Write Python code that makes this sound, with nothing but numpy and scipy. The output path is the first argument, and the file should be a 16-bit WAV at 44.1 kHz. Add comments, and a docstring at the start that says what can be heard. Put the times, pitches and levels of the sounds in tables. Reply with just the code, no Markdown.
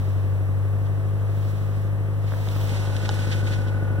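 """In the driver's seat of a car, a cold four-cylinder engine idles fast. Its firing makes the cabin
boom, at twice the firing rate, over a dull clatter. A jacket rustles as the hand-held microphone
swings from the steering wheel to the middle of the dashboard, with soft bumps and one sharp click.
At the dashboard the engine's overtones have a different balance and a throbbing whine comes through.
A faint electrical hiss lies under it all."""
import sys
import numpy as np
from scipy import signal
from scipy.fft import rfft, irfft
from scipy.io import wavfile

SR = 44100
rng = np.random.default_rng(int(sys.argv[2]) if len(sys.argv) > 2 else 0)


def generate_wav(sig):
    """Save sig (samples, or channels by samples) to the path in sys.argv[1] as 16-bit PCM at SR."""
    pcm = np.round(np.clip(np.atleast_2d(sig).T, -1, 1) * 32767).astype(np.int16)
    wavfile.write(sys.argv[1], SR, pcm)


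N = 176400
T = np.arange(N) / SR
HZ = np.maximum(np.fft.rfftfreq(N, 1 / SR), 1)


# The engine's tones at the wheel and at the dashboard; a pan above 0 leans left.
# waves_per_turn, wheel_db, dash_db, wheel_pan_db, dash_pan_db
ENGINE_TONES = [(2, -41.5, -40.5, 2, 3), (4, -23.5, -23.5, 3, 3), (6, -42.5, -40.5, -3, 43),
                (8, -50.5, -50, 28, 15), (10, -49.5, -46.5, -26, 13)]
# How the boom swells: time_s, gain_db
BOOM_GAIN = [(0, 1.3), (.75, 1.8), (1.55, 0.5), (3.1, 0.05), (3.7, 0.9)]

def engine_tones(crank, moved, boom_per_turn=4):
    """Firing pulses make tones; echoes in the cabin make each louder or softer from spot to spot."""
    out = 0
    for per_turn, wheel_db, dash_db, wheel_pan, dash_pan in ENGINE_TONES:
        gain = from_db(blend(wheel_db, dash_db, moved))
        phase = per_turn * crank
        if per_turn == boom_per_turn:
            uneven_cylinders = 1 + 0.035 * np.cos(crank / 2) + 0.035 * np.cos(crank)
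            gain *= uneven_cylinders * from_db(in_time(BOOM_GAIN) + 0.5 * drift(rate_hz=4.2))
            phase = phase + np.array([[0], [1]])  # the right side is one radian ahead
        out += gain * pan(blend(wheel_pan, dash_pan, moved)) * tone(phase)
    return out


# The clatter's dull colour: pitch_hz, gain_db
CLATTER_COLOUR = [(20, -28), (45, -5.5), (130, 3.5), (200, -3), (330, -2.5), (560, -5), (800, -12.5),
                  (1700, -19.5), (2400, -23), (3500, -36), (7000, -51)]

def engine_clatter(crank, moved, wheel_db=-36.5, dash_db=-33.5, repeat_share=0.57, rumble_top_hz=337):
    """Valves and injectors rattle in a pattern that repeats every engine cycle (two turns)."""
    cycles = crank / (4 * np.pi)
    cycle_samples = int(N / cycles[-1])
    place_in_cycle = (cycles % 1 * cycle_samples).astype(int)
    pattern = rng.standard_normal((2, cycle_samples))[:, place_in_cycle]
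    noise = np.sqrt(repeat_share) * pattern + np.sqrt(1 - repeat_share) * white()
    rumble = irfft(rfft(noise) / (1 + (HZ / rumble_top_hz) ** 4), N)
    cylinder_pulse = 1 + 0.42 * np.cos(2 * crank) + 0.11 * np.cos(crank / 2)
    pump_pulse = 1 + 0.13 * np.cos(3 * crank / 2)
    clatter = rumble * cylinder_pulse + (noise - rumble) * pump_pulse
    return from_db(blend(wheel_db, dash_db, moved)) * surround(clatter, CLATTER_COLOUR)


def engine_chug(crank, moved, wheel_db=-46, dash_db=-40.5, sharpness=8.7, waves_per_turn=6):
    """One cylinder runs harder than the rest: a low thud in every engine cycle."""
    thud = np.exp(sharpness * np.cos(crank / 2)) * np.sin(waves_per_turn * crank)
    return from_db(blend(wheel_db, dash_db, moved)) * unit_level(thud)


# The tones of the turning parts: waves_per_turn, wheel_db, dash_db
WHIRR_TONES = [(13, -56, -47), (15.8, -54, -58), (19, -57, -53), (20, -54, -48), (22, -49, -44.5),
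               (25, -64, -55), (26.2, -53, -62), (32.5, -66, -57), (34, -68, -55), (40, -64, -59),
               (44.1, -57, -68), (47.7, -58, -61)]

def engine_whirr(crank, moved):
    """Gears, belt and valve parts give thin, slightly wavering tones as they turn."""
    out = 0
    for per_turn, wheel_db, dash_db in WHIRR_TONES:
        offset_rad = rng.uniform(0, 2 * np.pi) + rng.normal(0, 0.4, (2, 1))
        phase = per_turn * crank + offset_rad + 0.19 * drift(rate_hz=5.3)
        out += from_db(blend(wheel_db, dash_db, moved)) * tone(phase)
    return pan(4) * out


def engine_whine(crank, moved, dash_db=-45.5, waves_per_turn=58.5, right_lag_rad=0.63):
    """A wavering whine throbs three times per engine cycle, as a three-lobed fuel pump would."""
    sway = np.sin(crank) + 0.7 * drift(rate_hz=20)
    phase = waves_per_turn * crank + sway - np.array([[0], [right_lag_rad]])
    throb = np.exp(0.52 * np.cos(3 * crank / 2) + 0.07 * np.cos(crank / 2))
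    return from_db(dash_db) * moved * unit_level(throb * np.sin(phase))


# How loudly the sleeve rustles: time_s, level_db
RUSTLE_LEVEL = [(0, -51.5), (.5, -63), (1.2, -58.5), (1.48, -50), (1.87, -55.5), (1.95, -65), (2.2, -59),
                (2.29, -47.5), (2.5, -43), (2.72, -38.5), (2.88, -40.5), (3.1, -39.5), (3.4, -41),
                (3.56, -41.5), (3.72, -52.5), (4, -63)]
# The rustle's colour: pitch_hz, gain_db
RUSTLE_COLOUR = [(200, 6), (700, -10), (1300, -2), (2300, -0.5), (3800, -3), (5500, -7.5), (8000, -11.5),
                 (11000, -15.5), (16000, -23)]
# How loudly sliding cloth hisses: time_s, level_db
SLIDE_LEVEL = [(0, -57), (.5, -68), (1.2, -71), (1.38, -55), (1.86, -62), (2, -80), (2.2, -70), (2.3, -54),
               (2.66, -46), (2.8, -70), (3.55, -64), (3.7, -81)]
# Its airy colour: pitch_hz, gain_db
SLIDE_COLOUR = [(4000, -22), (8000, -31), (11500, -8), (13500, -5), (16000, -2)]
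# Moments when the cloth catches: middle_s, level_db, half_length_s
CATCHES = [(0.865, -51, 0.0092), (2.279, -44, 0.0089), (2.488, -27, 0.0006), (2.967, -32.5, 0.0018),
           (3.058, -33, 0.0071), (3.327, -34, 0.012), (3.474, -35, 0.0069), (3.533, -40, 0.019),
           (3.685, -44, 0.0091)]
# Their scratchy colour: pitch_hz, gain_db
CATCH_COLOUR = [(500, -46), (1500, 8), (3500, 5.5), (5500, -2.5), (9000, -13.5), (16000, -26)]

def jacket():
    """The sleeve rustles, hisses as it slides and catches in short scuffs."""
    rustle = from_db(in_time(RUSTLE_LEVEL)) * surround(friction(), RUSTLE_COLOUR)
    slide = from_db(in_time(SLIDE_LEVEL)) * surround(white(), SLIDE_COLOUR)
    catch_gain = sum(from_db(level_db) * np.exp(-0.5 * ((T - middle_s) / half_length_s) ** 2)
                     for middle_s, level_db, half_length_s in CATCHES)
    scuffs = catch_gain * surround(friction(), CATCH_COLOUR)
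    return pan(-2) * (rustle + slide + scuffs)


# How loudly the hand rubs: time_s, level_db
HAND_LEVEL = [(2.2, -74), (2.36, -46), (2.5, -47.5), (2.8, -39.5), (3, -49), (3.2, -66)]
# The rubbing's low colour: pitch_hz, gain_db
HAND_COLOUR = [(100, -29), (300, 10.5), (900, 9), (2500, -23)]
# Soft finger bumps: start_s, strength_db, dull_above_hz
FINGER_BUMPS = [(2.32, -23, 1700), (2.3375, -23, 2000), (2.3865, -28, 1300), (2.473, -18, 950),
                (2.563, -17, 950), (2.689, -22, 1000)]
# The notes the casing rings with: pitch_hz, gain_db, ring_s
CASING_NOTES = [(603, -5.5, 0.014), (990, -4.5, 0.0085), (1590, -1, 0.0045)]

def handling():
    """Fingers rub and bump the microphone's casing."""
    out = from_db(in_time(HAND_LEVEL)) * surround(friction(), HAND_COLOUR)
    for start_s, strength_db, dull_above_hz in FINGER_BUMPS:
        soften = signal.butter(2, dull_above_hz, fs=SR, output="sos")
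        out += signal.sosfilt(soften, strike([(start_s, strength_db)], CASING_NOTES))
    return out


# A hard click and its bounce: start_s, strength_db
CLICK_HITS = [(3.0915, -19), (3.0972, -34)]
# The notes the plastic rings with: pitch_hz, gain_db, ring_s
PLASTIC_NOTES = [(820, -3.5, 0.033), (1440, -5.5, 0.023), (1650, -11, 0.031), (2970, -4, 0.013),
                 (3860, 2.5, 0.0064), (5340, 0, 0.0051), (7100, -8, 0.0046)]

def plastic_click():
    """A piece of plastic clicks and rings briefly, a little to the right."""
    return pan(-3.5) * strike(CLICK_HITS, PLASTIC_NOTES)


# A faint, very high whistle: pitch_hz, level_db, pan_db
WHISTLE_TONES = [(12250, -69, -42)]
# The hiss's colour: pitch_hz, gain_db
HISS_SHAPE = [(4000, -1), (7000, -2.5), (10500, 1), (13000, -5)]

def electronics(hiss_db=-58):
    """The electronics add a thin whistle and a steady hiss."""
    whistle = sum(from_db(level_db) * pan(pan_db) * tone(2 * np.pi * hz * T + 0.9 * drift(rate_hz=16))
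                  for hz, level_db, pan_db in WHISTLE_TONES)
    return whistle + from_db(hiss_db) * pan(-1) * surround(white(), HISS_SHAPE)


# How much of the other's delayed sound each microphone opening subtracts: pitch_hz, share
LEAK = [(100, 0), (500, 0.21), (1100, 0.57), (2300, 0.86), (4600, 0.45), (9500, 0.38), (16000, 0)]
# How wide the cabin sounds: pitch_hz, side_gain_db
CABIN_WIDTH = [(50, 6.5), (200, -4), (1100, -4), (1700, 2), (3000, 0.5)]

def surround(noise_pair, colour, delay_s=0.0004326):
    """Two noises become one coloured sound, of level 1, all around the microphone's two openings."""
    leak = np.clip(by_pitch(LEAK), 0, 1) * np.exp(-2j * np.pi * HZ * delay_s)
    mid, side = rfft(noise_pair) * from_db(by_pitch(colour)) / np.sqrt(1 + abs(leak) ** 2)
    mid *= 1 - leak
    side *= (1 + leak) * from_db(by_pitch(CABIN_WIDTH))
    return unit_level(irfft([mid + side, mid - side], N))


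def friction(ticks_per_s=900, tick_share=0.23, flutter_db=1.14):
    """Fibres catch and slip: fluttering noise full of tiny, uneven ticks."""
    ticks = (rng.random((2, N)) < ticks_per_s / SR) * np.sign(white())
    ticks *= from_db(3 * np.minimum(rng.exponential(1, (2, N)), 4))
    noise = np.sqrt(tick_share) * unit_level(ticks) + np.sqrt(1 - tick_share) * white()
    return noise * from_db(flutter_db * drift(rate_hz=16))


def strike(hits, notes, spread_db=2):
    """Each hit rings all of an object's notes; each note fades by 60 dB in its ring_s."""
    start_s, strength_db = np.transpose(hits)
    out = np.zeros((2, N))
    for k, (pitch_hz, gain_db, ring_s) in enumerate(notes):
        chance_db = spread_db * rng.standard_normal((len(hits), 2)).T
        taps = np.zeros((2, N))
        taps[:, (start_s * SR).astype(int)] = from_db(strength_db + gain_db + chance_db)
        fade, step_rad = from_db(-60 / (ring_s * SR)), 2 * np.pi * pitch_hz / SR
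        feedback = [1, -2 * fade * np.cos(step_rad), fade ** 2]
        out += (-1) ** k * signal.lfilter([0, np.sin(step_rad)], feedback, taps + 1e-18)
    return out


def from_db(db):
    """Turn decibels into a number to multiply by."""
    return 10 ** (np.asarray(db) / 20)


def unit_level(x):
    """Scale a sound so its average (rms) level is 1."""
    return x / np.sqrt(np.mean(x ** 2) + 1e-20)


def tone(phase):
    """A pure tone of level 1."""
    return np.sqrt(2) * np.sin(phase)


def white():
    """Two unrelated plain noises."""
    return rng.standard_normal((2, N))


def drift(rate_hz):
    """A random wobble of level 1, mostly slower than rate_hz."""
    return unit_level(irfft(rfft(rng.standard_normal(N)) / (1 + (HZ / rate_hz) ** 2), N))


def pan(db):
    """Left and right gains, with the left louder by db."""
    gains = from_db(np.array([[.5], [-.5]]) * db)
    return gains / np.sqrt(np.mean(gains ** 2, axis=0))


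def blend(at_wheel, at_dash, moved):
    """Slide from the wheel's value to the dashboard's."""
    return at_wheel + moved * (at_dash - at_wheel)


def in_time(rows):
    """Join a table's points into a curve over time."""
    return np.interp(T, *np.transpose(rows))


def by_pitch(rows):
    """Join a table's points into a curve over pitch."""
    hz, value = np.transpose(rows)
    return np.interp(np.log(HZ), np.log(hz), value)


# How fast the engine turns: time_s, speed_rpm
ENGINE_SPEED = [(0.0, 1461), (0.4, 1458), (0.8, 1490), (1.1, 1507), (1.55, 1514), (1.9, 1518), (2.5, 1525),
                (2.9, 1515), (3.2, 1517), (3.6, 1517), (4.0, 1495)]

def scene(move_start_s=2.44, move_end_s=3.14):
    """The engine idles while the microphone moves from the wheel to the dashboard."""
    crank = 2 * np.pi * np.cumsum(in_time(ENGINE_SPEED)) / 60 / SR  # engine shaft's angle in radians
    moved = in_time([(move_start_s, 0), (move_end_s, 1)])  # 0 at the wheel, 1 at the dashboard
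    engine = engine_tones(crank, moved) + engine_whirr(crank, moved) + engine_clatter(crank, moved)
    engine += engine_chug(crank, moved) + engine_whine(crank, moved)
    return engine + jacket() + handling() + plastic_click() + electronics()


def record(dry):
    """The very highest treble is cut off steeply."""
    cutoff_hz = 15800
    return signal.sosfilt(signal.ellip(12, .1, 80, cutoff_hz, fs=SR, output="sos"), dry)


dry = scene()
out = record(dry)
generate_wav(out)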